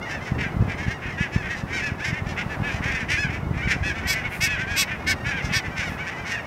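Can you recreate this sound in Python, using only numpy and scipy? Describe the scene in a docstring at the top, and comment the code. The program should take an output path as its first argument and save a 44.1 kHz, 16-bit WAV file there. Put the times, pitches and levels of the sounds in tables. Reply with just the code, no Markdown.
"""A pasture in front of a wood: a big flock of geese yaps, and one bird close by barks five times.
Each call is a harmonic series on an arched pitch; a second voice of the syrinx modulates it into a rasp.
Many overlapping calls merge into the gabble of the far flock, and decaying noise gives the echo of the trees.
Wind is fluttering low noise with single pressure swings as eddies hit the microphone.
Shaped noise is the rush of open air and two faint hisses; wavering sines are a distant drone."""
import sys
import numpy as np
from scipy import signal
from scipy.fft import rfft, irfft, next_fast_len
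from scipy.io import wavfile

SR = 44100
rng = np.random.default_rng(int(sys.argv[2]) if len(sys.argv) > 2 else 0)


def store_wav(level_fs):
    """Save 16-bit WAV to argv[1]."""
    pcm = np.round(np.clip(np.atleast_2d(level_fs), -1, 1) * 32767)
    wavfile.write(sys.argv[1], SR, pcm.T.astype(np.int16))


N = 284886

# resonance of throat and open bill heard across the field: [f/Hz, relative level/dB]
FIELD_THROAT = [(700, -50.5), (1200, -13), (1650, 3), (1900, 4), (2550, -1), (3000, -10), (3500, -15.5),
                (4200, -25.5), (5500, -20), (6800, -28.5), (8200, -36), (10000, -42), (12000, -43.5),
                (15500, -58)]
# weak voice before and after the body of a call, each as a share of its length
FRINGE = 0.13


def undb(db):
    """Amplitude ratio: 20 dB is a factor of ten."""
    return 10 ** (np.asarray(db) / 20)


def level(x, db=0):
    """Root-mean-square level: scale a signal to it, in dB relative to 1."""
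    return x * undb(db) / np.sqrt(np.mean(x ** 2) + 1e-20)


def curve(rows):
    """Linear interpolation of [t/s, value] rows over the whole scene."""
    return np.interp(np.arange(N) / SR, *np.transpose(rows))


def shape(points, hz):
    """Frequency response: gain at hz from [f/Hz, level/dB] points, straight on a logarithmic axis."""
    f, db = np.transpose(points)
    return undb(np.interp(np.log(np.maximum(hz, 1)), np.log(f), db))


def noise(points, n):
    """Coloured noise: white noise weighted by a frequency response, at unit rms."""
    spectrum = rfft(rng.standard_normal(N)) * shape(points, np.fft.rfftfreq(N, 1 / SR))
    return level(irfft(spectrum, N)[:n])


def walk(rate, n, size=512):
    """Slow random fluctuation: normal values, rate of them per second, joined by straight lines."""
    position = np.arange(n) / SR * rate + rng.random()
    return 1.377 * np.interp(position, np.arange(size), rng.standard_normal(size))


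def add(out, s, x):
    """Superposition: mix a sound in from time s."""
    i = max(int(s * SR), 0)
    part = out[i:i + len(x)]
    part += x[:len(part)]


def open_air(swell_db=0.47, drone_fade_db_per_s=-1.0):
    """Broadband noise: the slowly swelling rush of the countryside, with a fading drone and two hisses."""
    # spectrum of the open air: [f/Hz, relative level/dB]
    air = [(30, -11), (150, 7.5), (350, -4.5), (550, -0.5), (750, 2), (1050, -1), (1400, -3), (2500, -19.5),
           (4000, -25), (8000, -33.5), (15500, -38)]
    # level of the rush about which it swells: [t/s, level/dB]
    air_level = [(0, -35.5), (1.3, -37.5), (2.1, -37.5), (2.6, -34.5), (3.2, -37), (4.5, -37.5),
                 (5.05, -36), (5.5, -36), (6.46, -36.5)]
    # partials of the faint distant drone: [f/Hz, mean level/dB]
    drone = [(366, -53), (439, -56.5)]
    # faint broadband hisses: [start t/s, length t/s, level/dB]
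    hisses = [(4.266, 0.18, -50), (5.814, 0.2, -58)]
    out = noise(air, N) * undb(curve(air_level) + swell_db * walk(2.455, N))
    fade = level(undb(drone_fade_db_per_s * np.arange(N) / SR))
    for hz, db in drone:
        size = np.sqrt(2) * undb(db + 0.8 * walk(3.98, N)) * fade
        wavering_hz = hz * (1 + 0.00814 * walk(25, N))
        out += size * np.sin(2 * np.pi * np.cumsum(wavering_hz) / SR)
    for s, length, db in hisses:
        n = int(length * SR)
        hiss = noise([(3000, -1), (8000, -4), (11000, -1), (15000, -6)], n)
        add(out, s, level(hiss * np.hanning(n), db))
    return out


def wind_strength():
    """Addition of powers: the gain of a breeze that slackens at the end, with bell-shaped gusts on top."""
    # the breeze between gusts: [t/s, rumble level/dB before the common trim]
    breeze = [(0, -32.5), (1.3, -33.5), (2.4, -30.5), (4.4, -33), (5.7, -32), (6.46, -41.5)]
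    # gusts that swell and die away: [peak t/s, length t/s, rumble level/dB before the common trim]
    gusts = [(0.387, 0.095, -24.5), (0.612, 0.1, -21), (0.802, .15, -29), (2.683, 0.51, -31.5),
             (3.635, 0.79, -29.5), (5.353, 0.55, -31)]
    t = np.arange(N) / SR
    gust_power = sum(undb(db) ** 2 * np.exp(-(2 * (t - s) / length) ** 2) for s, length, db in gusts)
    return np.sqrt(undb(curve(breeze)) ** 2 + gust_power)


def wind(strength, rumble_db=-4, flutter_db=4, buffet_db=-1, buffet_hz=130.4, cycles=0.3,
         snap_db=-17, snap_ratio=2.4, eddy_db=4.5, spread_db=3, count=70):
    """Turbulence at a microphone: fluttering rumble, and eddies that each swing the pressure about once."""
    # spectrum of the rumble: [f/Hz, relative level/dB]
    rumble = [(20, -5), (45, -7), (80, 1.5), (130, -3), (200, -7.5), (300, -9.5), (500, -18.5), (1000, -42),
              (3000, -82)]
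    # the strongest eddies: [middle t/s, size level/dB before the common trim]
    buffets = [(.321, -9.5), (.424, -15.5), (0.569, -12), (0.597, -14.5), (.625, -12), (0.883, -13),
               (1.211, -9), (1.363, -6), (1.638, -12), (1.921, -14), (2.13, -14), (2.322, -16.5),
               (2.465, -15), (2.622, -11.5), (2.807, -13), (3.299, -18.5), (3.433, -17.5), (3.512, -10.5),
               (3.675, -11.5), (3.765, -16)]
    flutter = undb(flutter_db * np.tanh(walk(45, N)))
    out = level(noise(rumble, N) * flutter, rumble_db) * strength
    t = np.arange(-SR // 40, SR // 40) / SR

    def swing(hz):
        """Wave packet: a sine under a bell so narrow that about one swing is left."""
        return np.sin(2 * np.pi * hz * t) * np.exp(-0.5 * (hz * t / cycles) ** 2)

    def eddy(hz):
        """Superposition: a weaker, faster swing steepens the front."""
        return swing(hz) + undb(snap_db) * swing(snap_ratio * hz)

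    for s, db in buffets:
        add(out, s + t[0], undb(db + buffet_db) * eddy(buffet_hz))
    # small eddies at random times grow with the wind
    for when, size, pace in rng.random((count, 3)):
        i = int(when * N)
        gain = strength[i] * undb(eddy_db + spread_db * (2 * size + 1))
        add(out, i / SR + t[0], gain * eddy(buffet_hz * (0.55 + 0.64 * pace)))
    return out


def wood_echo(x, t60=0.6, treble_t60=0.45, wet_db=-16):
    """Diffuse scattering: trunks and leaves return the calls as a decaying tail; the treble dies first."""
    t = np.arange(SR) / SR
    low, high = (
        signal.sosfilt(signal.butter(2, 3200, kind, fs=SR, output="sos"), rng.standard_normal(SR))
        for kind in ("low", "high"))
    tail = low * undb(-60 * t / t60) + high * undb(-60 * t / treble_t60)
    tail *= 1 - np.exp(-t / 0.0011)
    return signal.fftconvolve(x, tail / np.linalg.norm(tail))[:N] * undb(wet_db)


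def scatter(x, t60, wet_db):
    """Ground scattering: uneven ground near the bird adds a short smear, different for every call."""
    t = np.arange(SR // 10) / SR
    response = level(rng.standard_normal(len(t)) * undb(-60 * t / t60), wet_db) / np.sqrt(len(t))
    response[0] += 1  # direct sound
    y = signal.fftconvolve(x, response)
    return y * np.linalg.norm(x) / np.linalg.norm(y)


def colour(points, size):
    """Minimum-phase resonance: a causal response, so that each pulse rings on after it."""
    cepstrum = irfft(np.log(shape(points, np.fft.rfftfreq(size, 1 / SR))), size)
    # folding the cepstrum onto positive time makes the response causal
    cepstrum[1:size // 2] *= 2
    cepstrum[size // 2 + 1:] = 0
    return np.exp(rfft(cepstrum))


def call(length, pitches, throat, treble_db, tilt_db, second_hz, beat, swing, jitter, stray,
         shake_db, onset, edge, skew, bright, count=18):
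    """Source and filter: overtones on an arched pitch, modulated by a second voice, coloured by the throat."""
    n = int(max(length, 0.02) * (1 + 2 * FRINGE) * SR)
    u = np.linspace(0, 1, n)
    # the pitch scoops up as the pressure builds, arches over, and sags as the pressure goes
    arch = np.polyval(np.polyfit([0, 0.5, 1], pitches, 2), u * (1 + 2 * FRINGE) - FRINGE)
    scoop, sag = 0.0336 * np.exp(-u / 0.1035), 0.124 * np.exp((u - 1) / 0.076)
    hz = arch * (1 - scoop - sag) * (1 + jitter * walk(604.0, n))
    # the second voice modulates size and phase, which puts sidebands round every overtone
    second_track = second_hz * hz / pitches[1] * (1 + stray * walk(192.9, n))
    second = np.sin(2 * np.pi * (np.cumsum(second_track) / SR + rng.random()))
    phase = 2 * np.pi * np.cumsum(hz) / SR + swing * second
    k = np.arange(1, count + 1)[:, None]
    audible = k * hz < SR * 0.45  # keeps overtones clear of aliasing
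    pulses = -(np.cos(k * phase) * audible).sum(0) * (1 + beat * second)
    # the voice catches suddenly, swells and tapers off
    catch = 1 / (1 + np.exp((onset - u) / 0.022))
    swell = np.abs(np.sin(np.pi * u ** skew)) ** edge
    effort = catch * swell * undb(shake_db * walk(142.8, n))
    size = 2 * next_fast_len(n // 2 + 128)
    voice = rfft(pulses * effort, size) * colour(throat, size)
    f = np.fft.rfftfreq(size, 1 / SR) + 1
    upper = 1 / (1 + (3700 / f) ** 12)
    # the upper overtones come only with full effort; tilt_db is per octave
    treble = irfft(voice * upper * undb(tilt_db * np.log2(f / 5000)), size)[:n] * effort ** bright
    body = irfft(voice * (1 - upper), size)[:n]
    return level(body) + level(treble, treble_db)


def far_flock(gain_db=-4.0, spread_db=3, treble_db=-17, count=150):
    """Superposition of many sources: dulled far calls of varied pitch and hoarseness merge into a gabble."""
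    # the gabble sinks, then rises again: [t/s, level/dB before the common trim]
    gabble = [(0, -32.5), (1.6, -42.5), (3.0, -40.5), (4.5, -41), (5.1, -36.5), (6.46, -34.5)]
    out = np.zeros(N)
    for i, (when, long, high, rough, fall) in enumerate(rng.random((count, 5))):
        hz = 700 + 350 * high
        pitches = (0.94 * hz, hz, (0.94 - 0.1255 * fall) * hz)
        honk = call(0.06 + 0.0487 * long, pitches, FIELD_THROAT, treble_db, 0, 0.55 * hz,
                    beat=0.85 * rough, swing=0.21 * rough, jitter=0.002 + 0.007 * rough, stray=0.1,
                    shake_db=1.5, onset=0.15, edge=1.1, skew=0.75, bright=0.6, count=9)
        start = (i + when) / count * N / SR - 0.05
        add(out, start, honk * undb(spread_db * rng.standard_normal()))
    return level(out, gain_db) * undb(curve(gabble))


def field_geese(gain_db=-1.0, clear_jitter=0.0016, hoarse_jitter=0.013, arch_drop=0.085, hoarse_lift=0.0448):
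    """Modulation depth sets timbre: clear hoots and hoarse, brighter yaps, their pitch arch tilted up or down."""
    # geese in the field: [start t/s, length t/s, middle pitch f/Hz, tilt of the arch from start to end/%,
    # level/dB before the common trim, treble re lower overtones level/dB, roughness 0-1]
    honks = [(0.072, 0.096, 894, -5, -38, -12.5, 0.67), (0.158, 0.071, 858, -16, -55, -18, .13),
             (.22, 0.097, 825, 10, -46.5, -5.5, 0.38), (0.381, .078, 845, -12, -32.5, -20, 0.42),
             (0.439, 0.055, 803, -6, -38.5, -27, 0.2), (0.678, 0.07, 722, -16.5, -36, -16.5, .45),
             (0.772, 0.099, 981, 7, -36.5, -15.5, .55), (.87, 0.068, 922, 16, -34.5, -15.5, 0.42),
             (1.017, 0.097, 1094, -1.5, -36.5, -22, 0.82), (1.086, 0.065, 1068, -4.5, -44.5, -14, 0.24),
             (1.177, 0.092, 862, -1, -30.5, -18.5, 0.4), (1.316, 0.055, 858, -4.5, -37.5, -12, 0.36),
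             (1.347, 0.092, 878, -11.5, -38.5, -16.5, 0.12), (1.419, 0.081, 919, -9.5, -36, -23, 0.56),
             (1.49, 0.068, 957, -3, -32.5, -16, .44), (1.553, 0.07, 914, -2.5, -43.5, -7.5, 0.42),
             (1.679, .17, 950, 1.5, -34.5, -14.5, 0.55), (1.725, 0.079, 770, -10.5, -32.5, -11, 0.16),
             (1.809, 0.1, 866, -8.5, -31.5, -15.5, 0.26), (1.993, 0.059, 853, 30, -37, -16, 0.18),
             (2.038, 0.075, 938, 4.5, -31, -10, 0.56), (2.106, 0.095, 916, 11.5, -35, -21.5, 0.48),
             (2.261, 0.078, 913, -0.5, -40.5, -13, 0.38), (2.365, 0.062, 720, 8, -31.5, -20, 0.33),
             (2.489, 0.072, 866, -10.5, -36.5, -17, 0.38), (2.629, 0.09, 858, -8.5, -32, -20.5, 0.34),
             (2.696, 0.095, 930, 2.5, -38.5, -12.5, 0.42), (2.822, .11, 943, 12, -30.5, -17.5, 0.52),
             (2.89, 0.11, 1043, -6, -31.5, -17, 0.55), (2.971, 0.075, 907, -10, -34.5, -18, .47),
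             (3.085, .092, 886, 8.5, -26.5, -13.5, 0.59), (3.167, .092, 862, -0.5, -28.5, -15, 0.08),
             (3.225, 0.073, 771, -0.5, -35.5, -34, 0.16), (3.288, .1, 1124, 10.5, -36.5, -18, 0.85),
             (3.533, 0.11, 1045, 12.5, -38, -19, 0.64), (3.618, 0.057, 768, 6.5, -34, -22, 0.13),
             (3.673, 0.078, 902, -13.5, -26, -13.5, 0.6), (3.829, 0.094, 863, -5.5, -29.5, -16, .25),
             (3.943, 0.077, 681, -5, -37, -17, 0.39), (4.02, 0.1, 1149, -3, -35.5, -22, 0.72),
             (4.126, 0.1, 893, -0.5, -32, -17.5, 0.55), (4.233, 0.046, 741, 0.5, -33, -24, 0.24),
             (4.308, 0.06, 735, -4.5, -37, -23, 0.38), (4.457, 0.11, 862, -4, -29, -22, 0.22),
             (4.568, 0.082, 767, 18.5, -31.5, -17.5, 0.34), (4.671, .11, 832, -3.5, -31.5, -17, 0.28),
             (4.874, 0.092, 899, 4.5, -33, -25, 0.56), (5.248, 0.094, 858, -6, -30, -18.5, 0.36),
             (5.331, 0.086, 790, -18, -33, -22, 0.21), (5.419, 0.07, 852, -1.5, -41, -4, 0.3),
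             (5.494, 0.071, 1134, -13.5, -33.5, -22, 0.6), (5.627, 0.074, 882, -8.5, -38, -19.5, .6),
             (5.76, 0.086, 870, -21.5, -31.5, -14, 0.51), (5.819, 0.089, 746, -14.5, -36, -13.5, 0.16),
             (5.978, 0.058, 759, 13, -36, -23, 0.21), (6.045, 0.094, 781, -4, -36.5, -16.5, 0.77),
             (6.26, .1, 910, -6.5, -34.5, -9.5, 0.64), (6.307, 0.087, 920, -16.5, -33.5, -29, 0.06)]
    out = np.zeros(N)
    for s, length, hz, glide, db, treble_db, rough in honks:
        # the voice stays clear at first and breaks up quickly when pushed further
        rough = np.clip(rough, 0, 1)
        hoarse = rough ** 2 * (3 - 2 * rough)
        jitter, shake_db = clear_jitter + hoarse_jitter * hoarse, 0.97 + 1.05 * rough
        second_hz = hz * rng.uniform(0.22, 0.34)
        # the ends lie below the middle; hoarse calls are flatter and swell in more gently
        ends = 1 - arch_drop + hoarse_lift * hoarse
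        tilt = glide / 100 / 2
        pitches = hz * np.array([ends - tilt, 1, ends + tilt])
        honk = call(length, pitches, FIELD_THROAT, treble_db, 5 * (rough - 0.42), second_hz,
                    beat=1.28 * rough, swing=1.39 * hoarse, jitter=jitter, stray=0.0629,
                    shake_db=shake_db, onset=0.1 - 0.06 * hoarse, edge=0.66 + 0.5 * hoarse,
                    skew=0.97, bright=0.74, count=16)
        honk = scatter(honk, t60=0.1, wet_db=-5)
        add(out, s - FRINGE * length, level(honk, db + gain_db))
    return out


def near_goose(gain_db=-1.5, start_ratio=0.91, end_ratio=0.925, second_hz=415.3):
    """Two-voiced modulation: short, bright barks on one tune; the duller ones lose their top first."""
    # the near goose: [start t/s, length t/s, middle pitch f/Hz, level/dB before the common trim,
    # treble re lower overtones level/dB, roughness 0-1]
    barks = [(4.063, 0.086, 1130, -23.5, -5.5, 0.29), (4.401, 0.083, 1131, -21.5, -5.5, 0),
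             (4.756, 0.085, 1126, -20.5, -6, 0.02), (5.061, .077, 1123, -21, -8, 0.54),
             (5.517, 0.085, 1125, -23, -9, 0.3)]
    # resonance of throat and open bill close by: [f/Hz, relative level/dB]
    near_throat = [(600, -57), (1150, -17.5), (1500, -5.5), (1850, 3.5), (2250, -1.5), (2650, -1.5),
                   (3000, -11.5), (4100, -4), (5200, 5.5), (6700, -7), (8200, -8.5), (10600, -24),
                   (12000, -13.5), (15500, -33)]
    out = np.zeros(N)
    for s, length, hz, db, treble_db, rough in barks:
        jitter, stray = 0.004 + 0.016 * rough, 0.02 + 0.07 * rough
        pitches = (hz * start_ratio, hz, hz * end_ratio)
        bark = call(length, pitches, near_throat, treble_db, 1.6 * (treble_db + 9), second_hz,
                    beat=1.0, swing=0.34, jitter=jitter, stray=stray, shake_db=0.87,
                    onset=0.13, edge=1.44, skew=1.0, bright=0.79)
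        add(out, s - FRINGE * length, scatter(level(bark, db + gain_db), t60=0.038, wet_db=-2.0))
    return out


def scene():
    """Direct-to-reverberant ratio: the near bird is almost dry; the further ones carry more echo."""
    far, field, near = far_flock(), field_geese(), near_goose()
    echo = wood_echo(undb(-16) * near + field + undb(4) * far)
    return (open_air() + wind(wind_strength()) + echo + far + field + near)[None]


def record(dry, low_cut_hz=38, top_hz=15700):
    """Band limiting: a gentle high-pass thins the deepest rumble and a steep low-pass cuts the top."""
    thinned = signal.sosfilt(signal.butter(2, low_cut_hz, "high", fs=SR, output="sos"), dry)
    return signal.sosfilt(signal.ellip(10, 0.2, 80, top_hz, fs=SR, output="sos"), thinned)


dry = scene()
out = record(dry)
store_wav(out)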